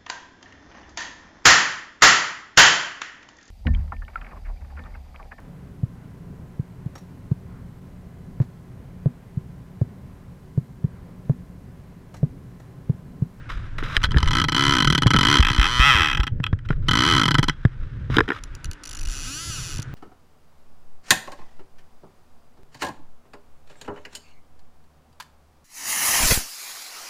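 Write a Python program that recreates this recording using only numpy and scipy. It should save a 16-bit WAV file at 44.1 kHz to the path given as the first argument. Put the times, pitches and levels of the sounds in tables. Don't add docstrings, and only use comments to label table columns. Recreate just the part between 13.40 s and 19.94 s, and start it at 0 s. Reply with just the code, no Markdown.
import sys
import numpy as np
from scipy import signal
from scipy.fft import rfft, irfft, next_fast_len
from scipy.io import wavfile
from scipy.ndimage import uniform_filter1d, map_coordinates

SR = 44100
rng = np.random.default_rng(int(sys.argv[2]) if len(sys.argv) > 2 else 0)


def amplitude_ratio(level_db):
    exponent = np.asarray(level_db, float) / 20
    return 10 ** exponent


def materialize(psi):
    bounded = np.clip(np.atleast_2d(psi).T, -1, 1)
    quanta = np.round(bounded * 32767).astype(np.int16)
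    wavfile.write(sys.argv[1], SR, quanta)


N = 288414


def unit(x):
    return x / np.sqrt(np.mean(x ** 2) + 1e-20)


def curves(rows):
    s, *columns = np.transpose(rows)
    return [np.interp(np.arange(N) / SR, s, column) for column in columns]


def held(start, length, edge):
    t = np.arange(N) / SR
    return np.clip(np.minimum(t - start, start + length - t) / edge, 0, 1)


def wobble(rate):
    knots = rng.standard_normal(int(N * rate / SR) + 4)
    return map_coordinates(knots, [np.arange(N) * rate / SR])


def filtered(x, response):
    m = next_fast_len(N + SR // 2)
    return irfft(rfft(x, m) * response(np.fft.rfftfreq(m, 1 / SR)), m)[:N]


def ringing(x, modes):
    def body(f):
        return sum(gain * 1j * f * width / (hz * hz - f * f + 1j * f * width) for hz, width, gain in modes)
    energy = np.mean(abs(body(np.arange(SR // 2 + 1.))) ** 2)
    return filtered(x, body) / np.sqrt(energy)


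def alternating(modes):
    return [(hz, width, (-1) ** k * amplitude_ratio(db)) for k, (hz, width, db) in enumerate(modes)]


def rush(spectrum, patchy_db):
    z = signal.stft(rng.standard_normal(N + 512), nperseg=512)[2]
    field = uniform_filter1d(rng.standard_normal(z.shape), 6, 0)
    field = uniform_filter1d(field, 10, 1)
    noise = signal.istft(z * amplitude_ratio(patchy_db * unit(field)), nperseg=512)[1][:N]
    hz, db = np.transpose(spectrum)
    return unit(filtered(noise, lambda f: amplitude_ratio(np.interp(np.log(f + 1), np.log(hz + 1), db))))


def blows(times, sizes, chatter, chatter_s):
    k = np.arange(-8, 260)
    at = np.asarray(times)[:, None] * SR
    index = at.astype(int) + k
    pulse = np.sinc(index - at) * (abs(index - at) < 8)
    swell = np.maximum(k, 0) / (chatter_s * SR)
    fuzz = swell * np.exp(-swell) * rng.standard_normal(index.shape)
    fuzz /= np.linalg.norm(fuzz, axis=1, keepdims=True)
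    share = np.clip(chatter, 0, 1)
    shape = np.sqrt(1 - share) * pulse + np.sqrt(share) * fuzz
    shape = shape * np.reshape(sizes, (-1, 1))
    return np.bincount(index.ravel(), shape.ravel(), N + 300)[:N]


# t/s, buffet level/dB, flutter level/dB
WIND = [(0, -42, -40), (.15, -22, -32.5), (.35, -33, -36), (.75, -25, -19.5), (1.2, -36, -23),
        (1.6, -35, -30), (1.85, -32, -18), (2.1, -19.5, -36), (2.9, -38, -32.5), (3.35, -28, -36),
        (3.6, -39, -24.5), (3.9, -25.5, -24.5), (4.2, -27, -37.5), (4.8, -43, -27.5), (5, -35, -46.5),
        (5.3, -30.5, -39.5), (5.45, -40.5, -60), (5.7, -22.5, -41), (5.95, -38, -38), (6.54, -43, -38.5)]
# f/Hz, relative level per hertz/dB
BUFFET = [(8, -74.5), (20, 6.5), (45, -9), (90, -16.5), (200, -96)]
# f/Hz, relative level per hertz/dB
FLUTTER = [(40, -6), (75, -2), (135, 1), (190, -16), (300, -24.5), (600, -34), (900, -100)]


def wind():
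    buffet_db, flutter_db = curves(WIND)
    gust = wobble(14)
    buffet_lumps = amplitude_ratio(5.5 * gust)
    flutter_lumps = amplitude_ratio(3.5 * gust + 2.5 * wobble(25))
    buffet = unit(buffet_lumps * rush(BUFFET, patchy_db=0.5))
    flutter = unit(flutter_lumps * rush(FLUTTER, patchy_db=0.5))
    return amplitude_ratio(buffet_db) * buffet + amplitude_ratio(flutter_db) * flutter


# f/Hz, relative level per hertz/dB
RIVER = [(180, -6.5), (300, 0.5), (440, -9.5), (762, -15), (961, -10), (1100, -13), (1510, -3), (2070, -13),
         (6960, -35), (10200, -42.5), (16000, -64.5)]
# t/s, level/dB
WATER = [(0, -47.5), (2.9, -61), (4.6, -54), (5.1, -50), (6.54, -46.5)]


def river():
    return amplitude_ratio(curves(WATER)[0]) * rush(RIVER, patchy_db=0.6)


# f/Hz, relative level per hertz/dB
RUBBING = [(290, -53), (500, -16.5), (760, -23.5), (1290, -5.5), (2630, -18.5), (3990, -20), (4400, -36.5),
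           (4850, -26.5), (7580, -41), (14000, -51)]
# start t/s, length/s, level at the start/dB, level at the end/dB
STROKES = [(.09, 0.25, -38.5, -59.5), (0.381, 0.066, -30.5, -54), (0.431, .15, -37, -28.5),
           (0.569, 0.058, -50, -36), (0.642, 0.029, -18, -36), (0.699, 0.2, -46, -39),
           (3.247, 0.019, -53, -51), (3.312, 0.062, -43, -59), (3.42, 3.6, -51.5, -71),
           (4.698, 0.071, -39.5, -28.5), (4.805, 0.074, -44, -56), (4.88, 0.065, -44, -52),
           (4.924, 0.073, -44, -41)]


def rubbing():
    grain = amplitude_ratio(3 * wobble(160) + 2 * wobble(40))
    t = np.arange(N) / SR
    strokes = np.zeros(N)
    for start, length, from_db, to_db in STROKES:
        level_db = np.interp(t, [start, start + length], [from_db, to_db])
        strokes += held(start, length, edge=0.0027) * amplitude_ratio(level_db)
    return strokes * unit(grain * rush(RUBBING, patchy_db=0))


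# t/s, relative level/dB, hardness (0-1)
TAPS = [(0.387, -27, 0), (0.4257, -20.5, 0.07), (0.5667, -4, 0.79), (0.7435, -19, 0.05),
        (0.7709, -10, 0.36), (1.7546, -12, 0.3), (1.9492, -15.5, 0.3), (3.3054, -14.5, 0.15),
        (3.3273, -26.5, 0.1), (4.768, -1.5, 0.41), (4.7841, 0.5, 0.2), (4.7901, -5.5, 0.25),
        (4.805, -1.5, 0.21), (4.879, -18.5, 0.2), (4.8885, -14, 0.3), (4.9031, -8, 0.15),
        (4.918, -13.5, 0.12)]
# f/Hz, width/Hz, relative level/dB
CASE = [(295, 107, -7.5), (451, 47, -8), (1065, 266, -11), (1406, 136, -0.5), (1740, 230, 3.5),
        (2470, 690, -6), (3140, 273, 0), (3820, 290, -7.5), (4990, 160, -10), (6940, 2100, -46.5)]


def taps():
    s, db, hard = np.transpose(TAPS + [(s, db - 16.5, 0.2) for s, db, *_ in BUMPS])
    hard = np.clip(hard, 0, 1)
    sharp = blows(s, amplitude_ratio(db + 21.5) * hard, chatter=0.16, chatter_s=0.00033)
    sharp = filtered(sharp, lambda f: 1 / (1 + 700 / (1j * f + 1)) ** 2 / (1 + 1j * f / 6000))
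    soft = blows(s, amplitude_ratio(db + 31.5) * (1 - hard), chatter=0.28, chatter_s=0.0013)
    soft = filtered(soft, lambda f: 1 / (1 + 1j * f / 1300) ** 3)
    return ringing(sharp + soft, alternating(CASE))


# t/s, relative level/dB, f the swing settles to/Hz
BUMPS = [(0.572, -13, 27), (0.641, -10.5, 55), (0.688, -17, 29), (.763, -1, 64), (0.83, -5.5, 77),
         (0.865, -10, 20.5), (1.661, 2.5, 124), (1.746, -0.5, 168), (1.996, 0.5, 60), (2.106, -9, 110),
         (2.187, -2.5, 44), (2.397, -4, 46), (2.55, -11, 63), (2.603, -12.5, 70), (2.795, -6.5, 47),
         (3.001, -10.5, 129), (3.129, -3.5, 96), (3.304, -3, 130), (3.99, -0.5, 135), (4.251, 3, 115),
         (4.7, -12, 225), (6.098, -30, 127), (6.391, -14.5, 117)]


def bumps():
    out, t = np.zeros(N + SR), np.arange(SR // 3) / SR
    cycles = 5.73
    for s, db, hz in BUMPS:
        turns = hz * (t + 0.0027 * (1 - np.exp(-t / 0.00078)))
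        decay = amplitude_ratio(db + 1.5 - 60 * t * hz / cycles)
        onset = 1 - np.exp(-t / 0.0023)
        out[round(s * SR):][:len(t)] -= decay * np.sin(2 * np.pi * turns) * onset
    return out[:N]


# t/s, speed/(teeth per s)
RUNS = [
    [(0.8742, 23.1), (0.99, 71.1), (1.055, 18.9), (1.12, 30.6), (1.175, 69.3), (1.33, 70.7), (1.47, 33.9),
     (1.53, 43.7), (1.62, 17.5), (1.86, 53.7), (1.9, 74.0), (1.955, 71.2), (2.025, 40.2), (2.1, 67.1),
     (2.205, 57.2), (2.315, 122.6), (2.4, 124.6), (2.475, 143.7), (2.625, 77.2), (2.7, 71.7), (2.77, 36.9),
     (2.87, 25.4)],
    [(3.4837, 34.6), (3.58, 59.6), (3.625, 64.1), (3.69, 88.8), (3.8, 56.2), (3.925, 27.8), (4.084, 16.4)],
    [(5.4354, 54.8), (5.66, 46.5), (5.725, 137.3), (5.81, 135.2), (5.87, 251.4), (6.015, 337.2),
     (6.085, 341.1), (6.155, 286.2), (6.245, 186.7), (6.33, 131.1), (6.423, 27.8)],
]
# second strike against the first, before the fall with speed/dB
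AGAIN = [-3.1, -0.55, 0.57]
LOOSE_SPEED = [20, 20, 52]
# t/s, click level/dB (rms of first strikes at 100 teeth per s), case shake re click/dB
NEARNESS = [(.87, -24, -15), (.95, -21, -5.5), (1.5, -18, -3), (1.97, -16.5, -5.5), (2.029, -23.5, -10),
            (2.17, -26, -6), (2.23, -23, -9.5), (2.3, -26, -7.5), (2.48, -21, -13.5), (2.6, -24.5, -2.5),
            (2.612, -21.5, -8), (2.7, -28.5, -10.5), (2.87, -32, -1.5), (3.481, -19.5, -3.5),
            (4.09, -19.5, -1.5), (5.43, -41, -25), (5.7, -40.5, -20), (5.9, -40, -9), (6.1, -39.5, -27.5),
            (6.419, -41, -21)]
# t/s, relative level/dB
TICKS = [(0.6307, -14.5), (0.6368, -7), (0.642, -9), (0.6531, -16.5), (0.707, -25), (0.7168, -17.5),
         (0.7824, -12.5), (0.803, -18), (0.828, -9), (0.8427, -25), (.858, -20), (3.0326, -36),
         (3.0388, -14.5), (3.0645, -19.5), (3.1883, -39), (3.2873, -30), (3.294, -34), (5.037, -25.5),
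         (5.1507, -30.5), (5.2441, -23.5), (5.2554, -29.5), (5.313, -25), (5.3325, -30)]


def pawl():
    strikes, shake = np.zeros(N), np.zeros(N)
    for run, again_db, loose_speed in zip(RUNS, AGAIN, LOOSE_SPEED):
        t = np.arange(run[0][0], run[-1][0] + 0.002, 1 / SR)
        rate = np.interp(t, *np.transpose(run))
        teeth = np.cumsum(rate) / SR
        drop = np.interp(np.arange(int(teeth[-1]) + 1), teeth, t)
        speed = np.interp(drop, t, rate)
        s, level_db, shake_db = np.transpose(NEARNESS)
        chance = rng.standard_normal((len(drop), 4))
        drop += 0.0061 / speed * chance[:, 3]
        size = amplitude_ratio(np.interp(drop, s, level_db)) * np.sqrt(SR / 100)
        loose = np.clip((loose_speed / speed) ** 2, 0.02, 0.35)[:, None]
        again = drop + 0.205 / speed * (1 + 0.15 * loose[:, 0] * chance[:, 0])
        first_size = size * amplitude_ratio(0.26 * chance[:, 1])
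        again_size = size * amplitude_ratio(again_db - 0.025 * speed + 0.61 * chance[:, 2])
        strikes += blows(drop, first_size, 1.6 * loose, chatter_s=0.001)
        strikes += blows(again, again_size, 2.76 * loose, chatter_s=0.00041)
        push = size * amplitude_ratio(np.interp(drop, s, shake_db))
        shake += blows(drop, -push, 0, 0.001) + blows(again, -0.7 * push, 0, 0.001)
    s, db = np.transpose(TICKS)
    return strikes + blows(s, amplitude_ratio(db + 14), chatter=0.51, chatter_s=0.00048), shake


# round trip/ms, share returned (0-1)
FRAME = [(0.228, 0.16), (0.606, 0.51)]


def rattled(x):
    def loop(f, ms, back):
        trip = np.exp(-2j * np.pi * f * ms / 1000)
        return (trip - back) / (1 - back * trip)
    return filtered(x, lambda f: np.prod([loop(f, ms, back) for ms, back in FRAME], axis=0))


# f/Hz, width/Hz, relative level/dB in light contact, in firm contact, in open air,
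# signed weight multiplying all three
REEL = [(832.5, 26, -12, -5, -16, 1), (993, 69, -3, -5, -22, -0.89), (1309, 75, 4, 7, -1, 0.71),
        (1519, 52.3, 2, 0.5, -2.5, -0.72), (1647, 154, -9, -0.5, -11, 0.86),
        (1999, 130, -1, 4, -7.5, -0.67), (2560, 140, -9, 7.5, 2, 0.45), (2863, 39, -40.5, -10, 1, -0.92),
        (3018, 97, 0.5, -9.5, -5, 0.75), (3214, 136.5, -2, 1, -6.5, -0.9), (3293, 14, 4.5, 6.5, 4, -0.2),
        (3625, 380, -10, -5, -3, 0.45), (4040, 69, -1.5, -12, 0, -0.53), (4440, 360, -2, -34, 8.5, 0.21),
        (4950, 97, -7, -15, -26, 0.31), (5580, 470, -16.5, -13, 0, -0.58),
        (5930, 148, -12.5, -17.5, 3.5, 0.87), (6860, 240, -31, -34.5, -6.5, -1.4),
        (7400, 250, -24, -27.5, -4, 0.86), (8670, 1100, -32.5, -40, -14.5, -0.9),
        (9120, 540, -25.5, -51, -6.5, 0.59), (10180, 400, -28.5, -38.5, -5.5, -0.74),
        (10900, 1200, -35, -55, -13.5, 0.45), (13400, 1200, -62, -48, -22.5, -1)]
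# f/Hz, width/Hz, relative level/dB
SHAKE = [(146.4, 21.3, 4), (290.5, 93, -1.5), (346, 288, -12)]
# start t/s, length/s, share of sound through firm contact (0-1)
PRESSES = [(2.02, 0.09, 0.76), (2.18, 0.092, 0.5), (2.393, .9, 0.87)]


def reel():
    strikes, shake = pawl()
    firm = sum(share * held(s, length, edge=0.012) for s, length, share in PRESSES)
    firm = np.clip(firm, 0, 1)
    air = held(4.9, N / SR, edge=0.1)
    light = np.clip(1 - firm - air, 0, 1)
    t = np.arange(SR // 8) / SR
    tail = amplitude_ratio(-43 - 60 * t / 0.086) * rng.standard_normal(len(t))
    ring = signal.fftconvolve(strikes, tail)[:N]
    borne = rattled(strikes) + ring
    drives = [borne * np.sqrt(light),
              borne * np.sqrt(firm) * amplitude_ratio(4),
              (strikes + 0.99 * ring) * np.sqrt(air)]
    out = ringing(shake, alternating(SHAKE))
    for k, drive in enumerate(drives):
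        out += ringing(drive, [(m[0], m[1], m[5] * amplitude_ratio(m[2 + k])) for m in REEL])
    return out


def scene():
    return (wind() + river() + rubbing() + taps() + bumps() + reel())[None]


def roll_off(x):
    return signal.sosfilt(signal.butter(12, 16470, fs=SR, output="sos"), x)


def record(dry):
    heard = filtered(dry[0], lambda f: 1 / np.sqrt(1 + (f / 14900) ** 80))[None]
    mix = heard / (1 + abs(heard) ** 8) ** (1 / 8)
    return roll_off(mix)


dry = scene()
out = record(dry)
materialize(out)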